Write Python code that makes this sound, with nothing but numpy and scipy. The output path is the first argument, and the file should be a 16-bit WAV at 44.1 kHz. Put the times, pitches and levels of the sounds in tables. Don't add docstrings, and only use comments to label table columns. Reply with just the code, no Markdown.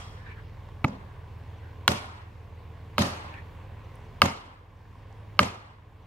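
import sys
import numpy as np
from scipy import signal
from scipy.fft import rfft, irfft, next_fast_len
from scipy.io import wavfile
from scipy.ndimage import uniform_filter1d

SR = 44100
rng = np.random.default_rng(int(sys.argv[2]) if len(sys.argv) > 2 else 0)


def master(y):
    cut = np.clip(np.atleast_2d(y).T, -1, 1)
    pcm = np.round(cut * 32767)
    wavfile.write(sys.argv[1], SR, pcm.astype(np.int16))


def decibels_to_gain(level_db):
    exponent = np.asarray(level_db, float) / 20
    return 10 ** exponent


N = 267246
T = np.arange(N) / SR
SIDES = np.array([[1], [-1]])


def set_rms(x, db):
    return x * decibels_to_gain(db) / np.sqrt(np.mean(x ** 2))


def wander(rate_hz, size=N):
    hold = int(SR / rate_hz)
    steps = np.repeat(rng.standard_normal(size // hold + 1), hold)
    return 1.3 * uniform_filter1d(uniform_filter1d(steps, hold), hold)[:size]


def ring(x, hz, t60):
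    pole = np.exp(2j * np.pi * hz / SR - np.log(1000) / (t60 * SR))
    return signal.lfilter([1], [1, -pole], x).imag


def read(table, hz, column=1):
    table = np.array(table)
    return np.interp(np.log(hz), np.log(table[:, 0]), table[:, column])


def bands(lo_hz, alike, size):
    octave = np.log2(np.arange(size // 2 + 1) * SR / size + 1e-9)
    white = rfft(rng.standard_normal((2, size)))
    for centre in lo_hz * 2 ** np.arange(0, np.log2(18000 / lo_hz), 1 / 3):
        a, b = np.searchsorted(octave, np.log2(centre) + np.array([-1, 1]) / 3)
        shape = np.cos(np.pi / 2 * 3 * (octave[a:b] - np.log2(centre))) ** 2
        mid, side = irfft(np.pad(white[:, a:b] * shape, ((0, 0), (a, 0))), size)
        share = np.clip(read(alike, centre), -.99, .99)
        yield centre, np.sqrt(1 + share) * mid + np.sqrt(1 - share) * side * SIDES


def add(out, s, sound):
    i = int(s * SR)
    out[:, max(i, 0):max(i + sound.shape[1], 0)] += sound[:, max(-i, 0):N - i]


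# start in seconds, kind of contact, crack in dB, treble snap in dB, thump in dB.
BLOWS = [
    (-.14, "ringing", -23.5, -36, -44),
    (0.8423, "glancing", -7, -29, -19.5),
    (1.8784, "loose", 0, -7, -16.5),
    (2.9813, "seated", -5.5, -18, -14),
    (4.2180, "seated", 2.5, -15, -13),
    (5.3914, "seated", 3, -21.5, -16),
]
SCATTER = {"ringing": (-42, -38.5, 3.7), "glancing": (-45.5, -65, -2.4), "loose": (-32.5, -40.5, 1.5),
           "seated": (-31, -35, 1)}
CONTACT = {"ringing": (.018, .0015, -3.5), "glancing": (.0015, .003, 7.5), "loose": (.0098, .0026, -10.5),
           "seated": (.013, .00133, -7)}


def hammer():
    out = np.zeros((2, N))
    for s, kind, crack_db, snap_db, thump_db in BLOWS:
        bush_db, stems_db, bright_db = SCATTER[kind]
        rise_s, second_s, second_db = CONTACT[kind]
        glancing = kind == "glancing"
        grit_hz = np.linspace(4800, 14400, num=28) + rng.uniform(-150, 150, size=28)
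        grit = [(hz, 420, 3.2 * rng.standard_normal() - 5.5 * np.log2(hz / 8000)) for hz in grit_hz]
        steel = decibels_to_gain(crack_db) * crack(wedge(kind, crack_db), second_s, second_db)
        sound = steel + decibels_to_gain(snap_db) * crack(grit, second_s, second_db)
        add(out, s, sound)
        add(out, s, decibels_to_gain(thump_db) * thump(glancing, rise_s, damping=.7 if glancing else 1.0))
        push = crack([(140, 42, 0), (278, 41, -7)], 0.00064, 0)
        push_db = thump_db + 12.5 - 2500 * rise_s
        add(out, s + .002, -decibels_to_gain(push_db) * push)
        dull_db = .1 * crack_db if kind == "seated" else 0
        add(out, s, decibels_to_gain(bush_db) * bush(bright_db - dull_db))
        add(out, s, decibels_to_gain(stems_db) * stems(sound))
    return out


WEDGE = {"ringing": [(1000, 420, 3), (3280, 130, -4), (5120, 80, -1.5), (6000, 87, -10), (7800, 150, -11)],
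         "glancing": [(872, 98, 0.5), (1185, 116, 0.5), (1690, 76, -19), (2230, 150, -2), (2470, 240, -7.5),
         (4000, 420, -17)], "loose": [(1080, 230, -1.5), (1399, 140, 0.5), (1690, 96, -4), (2160, 150, -6),
         (2920, 120, -3.5), (3230, 150, -1), (4050, 180, -4)], "seated": [(573.5, 52, -12.5),
         (1198, 92, -2.5), (1590, 150, -14), (2180, 220, -13.5), (2674, 260, -9), (2985, 190, -21),
         (3600, 220, -24), (4200, 320, -15), (4750, 350, -18.5)]}


def wedge(kind, crack_db):
    force = crack_db if kind == "seated" else 0
    main_lo_hz, main_hi_hz = 1000, 1400
    modes = []
    for hz, width, db in WEDGE[kind]:
        if main_lo_hz < hz < main_hi_hz:
            width = width * decibels_to_gain(-0.76 * force)
        if hz < main_lo_hz:
            db = db - force
        modes.append((hz * (1 + .0023 * force), width, db))
    return modes


# frequency in Hz, left minus right in dB.
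PORTS = [(500, -0.5), (1200, -3.5), (2400, 0), (4400, 1.5), (8000, 8.5), (13000, 3.5)]


def crack(modes, second_s, second_db):
    left_lead_s, attack_s = .000065, 0.00061
    late, out = T[:2048] - np.array([[0], [left_lead_s]]), 0
    for s, hit_db in ((0, 0), (second_s, second_db)):
        u = np.maximum(late - s, 0)
        for hz, width, db in modes:
            decay = (1 - np.exp(-u / attack_s)) * np.exp(-np.pi * 1.1 * width * u)
            mode = -np.sin(2 * np.pi * hz * u) * decay
            gain = decibels_to_gain(db + hit_db + read(PORTS, hz) / 2 * SIDES)
            out = out + mode * gain * width
    return out / np.abs(out).max()


# frequency in Hz, width in Hz, dB for a square blow, dB for a glancing one.
TRUNK = [(87, 8.8, -3, -9), (125, 10, -4.5, -6), (170.2, 10, -5, -7), (192.1, 7.9, -10.5, -2),
         (215.2, 11.9, -.3, -.6), (264.7, 12, -5.5, 0.5), (344.5, 17, -9, -9), (395, 18, -10, -14.5),
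         (569.6, 16, -4, -5)]


def thump(glancing, rise_s, damping):
    t, out = T[:32768], 0
    for hz, width, square_db, glance_db in TRUNK:
        swell = (1 - np.exp(-t / rise_s)) ** 2 * np.exp(-np.pi * damping * width * t)
        wobble = 2 * np.pi * rng.random() + .7 * wander(40, size=len(t))
        db = glance_db if glancing else square_db
        out = out + decibels_to_gain(db) * swell * np.sin(2 * np.pi * hz * t + wobble)
    return out / np.abs(out).max() * decibels_to_gain(-.6 * SIDES)


# frequency in Hz, dB per Hz, t60 in seconds, likeness of left and right (-1 to 1).
BUSH = [(250, 0.5, 0.63, 0.99), (480, -2, .6, 0.19), (1000, -0.5, 0.82, 0), (1470, -7.5, 0.85, -0.99),
        (2470, -11, 0.69, 0), (4000, -14, 0.6, -0.58), (6000, -17, 0.46, -0.19), (8900, -26.5, 0.54, -0.25),
        (12900, -30, 0.36, 0), (15000, -29, .3, 0), (15900, -60, .2, 0)]
# delay in seconds, spread in seconds, dB over the scatter.
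TRUNK_ECHOES = [
    (0.01, 0.0018, 7.5),
    (0.041, 0.0038, 7.5),
    (.077, .006, 0.5),
    (.13, 0.012, -2),
    (0.339, 0.093, 5.5),
]


def bush(bright_db):
    t, out = T[:32768], 0
    lumps_db = sum(db * np.exp(-((t - s) / spread) ** 2) for s, spread, db in TRUNK_ECHOES)
    for hz, noise in bands(200, np.array(BUSH)[:, [0, 3]], size=len(t)):
        db = read(BUSH, hz) + bright_db * np.log2(hz / 1000) - 60 * t / read(BUSH, hz, column=2)
        out = out + decibels_to_gain(db + 2.1 * wander(110, size=len(t))) * noise
    return 6 * out * (1 - np.exp(-t / .008)) * decibels_to_gain(lumps_db)


def stems(sound):
    t = T[:32768]
    hits = rng.standard_normal((2, len(t))) * decibels_to_gain(2.2 * rng.exponential(size=(2, len(t))))
    hits = hits + .6 * hits[::-1]
    hits = hits * (1 - np.exp(-t / 0.021)) * decibels_to_gain(-60 * t / 0.67)
    air = signal.butter(2, 7000, fs=SR, output="sos")
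    return set_rms(signal.sosfilt(air, signal.fftconvolve(hits, sound, axes=1)), -12)


# frequency in Hz, t60 in seconds, level in dB.
SLIP_MODES = [(1810, .03, 4.5), (3060, .035, -1.5), (4520, .04, -0.5), (5300, .04, -2.5), (6450, .035, -2),
              (8100, .015, -12), (9600, .01, -11), (12800, .004, -14)]


def chatter():
    start_s, rise_s, t60_s, slip_db = 2.992, 0.0155, 0.37, -35.5
    out, t = np.zeros((2, N)), T[:16384]
    shake = rng.standard_normal((2, len(t))) * decibels_to_gain(3 * wander(93, size=len(t)))
    steel = sum(set_rms(ring(shake, hz, t60), db) for hz, t60, db in SLIP_MODES)
    swell = decibels_to_gain(slip_db - 60 * t / t60_s) * (1 - np.exp(-t / rise_s)) ** 2
    add(out, start_s, swell * steel)
    return out


ENGINE_ORDERS = np.array([6, 7, 9, 10, 11, 12, 13, 14, 18, 21, 24, 27, 30, 34, 64, 67, 70])
ENGINE_DB = [-51, -68.5, -64.5, -57.5, -65, -46.5, -52, -56, -55, -57, -59.5, -73.5, -70, -74, -66, -66.5,
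             -84.5]
# frequency in Hz, dB per Hz.
DRONE = [(25, -29), (50, -23.5), (100, -13.5), (160, -17), (258, -21.5), (367, -27), (432, -17), (703, -26),
         (974, -17.5), (1350, -33.5), (1680, -28.5), (3040, -35.5), (5380, -48), (10300, -56.5),
         (16000, -53.5)]
# frequency in Hz, likeness of left and right (0 to 1).
ALIKE = [(60, 0.97), (130, 1), (290, 0.98), (640, 0.65), (1410, 0.8), (3100, 0.66), (6820, 0.56),
         (15000, 0.53)]


def vehicle():
    cycle_hz, blade_hz, fan_db = 6.72, 104.1, (-45.5, -71, -64.5)
    cycle = np.cumsum(cycle_hz * (1 + .002 * wander(1.5))) / SR
    blade = np.cumsum(blade_hz * (1 + 0.0018 * wander(1.7))) / SR
    lines = [(k * cycle, db) for k, db in zip(ENGINE_ORDERS, ENGINE_DB)]
    lines += [((k + 1) * blade, db) for k, db in enumerate(fan_db)]
    tones = 0
    for turns, db in lines:
        phase = turns + rng.random() + 0.026 * rng.standard_normal() * SIDES
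        tones = tones + decibels_to_gain(db + 2.7 * wander(2.5)) * np.sin(2 * np.pi * phase)
    throb_db = np.cos(2 * np.pi * 6 * cycle) + 1.6 * np.cos(2 * np.pi * 12 * cycle + wander(9))
    swell = wander(0.45)
    clatter = 0
    for hz, noise in bands(25.33, ALIKE, size=next_fast_len(N)):
        near = np.exp(-np.log2(hz / 900) ** 2 / 3)
        db = read(DRONE, hz) - read(DRONE, 1011.0) + near * throb_db + .4 * swell + 1.1 * wander(18)
        clatter = clatter + decibels_to_gain(db) * noise[:, :N]
    return tones * decibels_to_gain(-.5 * SIDES) + clatter * decibels_to_gain(-41.5 - .4 * SIDES)


# start in seconds, peak in dB, frequency in Hz, left minus right in dB.
TICKS = [
    (.6885, -41.5, 1000, -2),
    (3.341, -38.5, 2600, -5),
    (3.956, -50, 10000, -8),
    (4.592, -57.5, 6000, -6),
    (4.985, -58, 4000, 1),
    (5.127, -53, 7000, -12),
    (5.371, -51, 3500, -9),
    (5.552, -54, 9980, 0),
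]
# middle in seconds, spread in seconds, frequency in Hz, level in dB.
RUSTLES = [
    (0.271, 0.077, 1750, -51.5),
    (.31, 0.045, 2350, -54.5),
    (.28, 0.03, 3700, -64),
    (.39, 0.033, 1630, -51),
    (1.66, 0.049, 1560, -57),
    (3.01, 0.023, 4000, -37),
    (3.36, 0.068, 1800, -51),
    (3.36, 0.059, 2330, -53.5),
]
# middle in seconds, level in dB.
CHIRPS = [(.76, -79), (1.58, -73), (1.65, -80), (2.85, -80), (3.849, -71), (3.95, -68), (4.01, -75),
          (4.05, -69), (4.11, -81), (4.709, -77), (4.769, -68.5), (4.99, -73), (6.03, -71.5)]


def undergrowth():
    out, t = np.zeros((2, N)), T[:16384]
    for s, db, hz, pan_db in TICKS:
        snap = ring(rng.standard_normal(len(t)) * np.exp(-t / .0006), hz, 14 / hz)
        add(out, s, snap / np.abs(snap).max() * decibels_to_gain(db + pan_db / 2 * SIDES))
    middle = t.mean()
    for s, spread, hz, db in RUSTLES:
        grain = ring(rng.standard_normal((2, len(t))) * decibels_to_gain(2.8 * wander(60, size=len(t))), hz, 22 / hz)
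        add(out, s - middle, set_rms(grain, db) * np.exp(-((t - middle) / spread) ** 2))
    for s, db in CHIRPS:
        husk = set_rms(ring(rng.standard_normal(len(t)), 5930, 0.013), db - 6.0)
        note = husk * np.exp(-((t - .02) / 0.011) ** 2)
        add(out, s - .02, note * decibels_to_gain(1.2 * SIDES))
    return out


def scene():
    dull = signal.butter(24, 15800, fs=SR, output="sos")
    span = signal.butter(2, [55, 15000], "band", fs=SR, output="sos")
    quiet = vehicle() + undergrowth() + chatter()
    return signal.sosfilt(span, hammer()) + signal.sosfilt(dull, quiet)


def roll_off(x):
    return signal.sosfilt(signal.butter(12, 16520, fs=SR, output="sos"), x)


def record(dry):
    sag_from_db, sag_db_per_db, sag_s = -2, 1.44, .45
    sag_db = 0
    for s, _, crack_db, *_ in BLOWS:
        if crack_db > sag_from_db:
            u = np.maximum(T - s, 0) / sag_s
            dip = u ** 1.66 * np.exp(2.23 * (1 - u))
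            sag_db = sag_db - sag_db_per_db * (crack_db - sag_from_db) * dip
    mix = np.clip(dry * decibels_to_gain(sag_db), -.9, .9)
    return roll_off(mix)


dry = scene()
out = record(dry)
master(out)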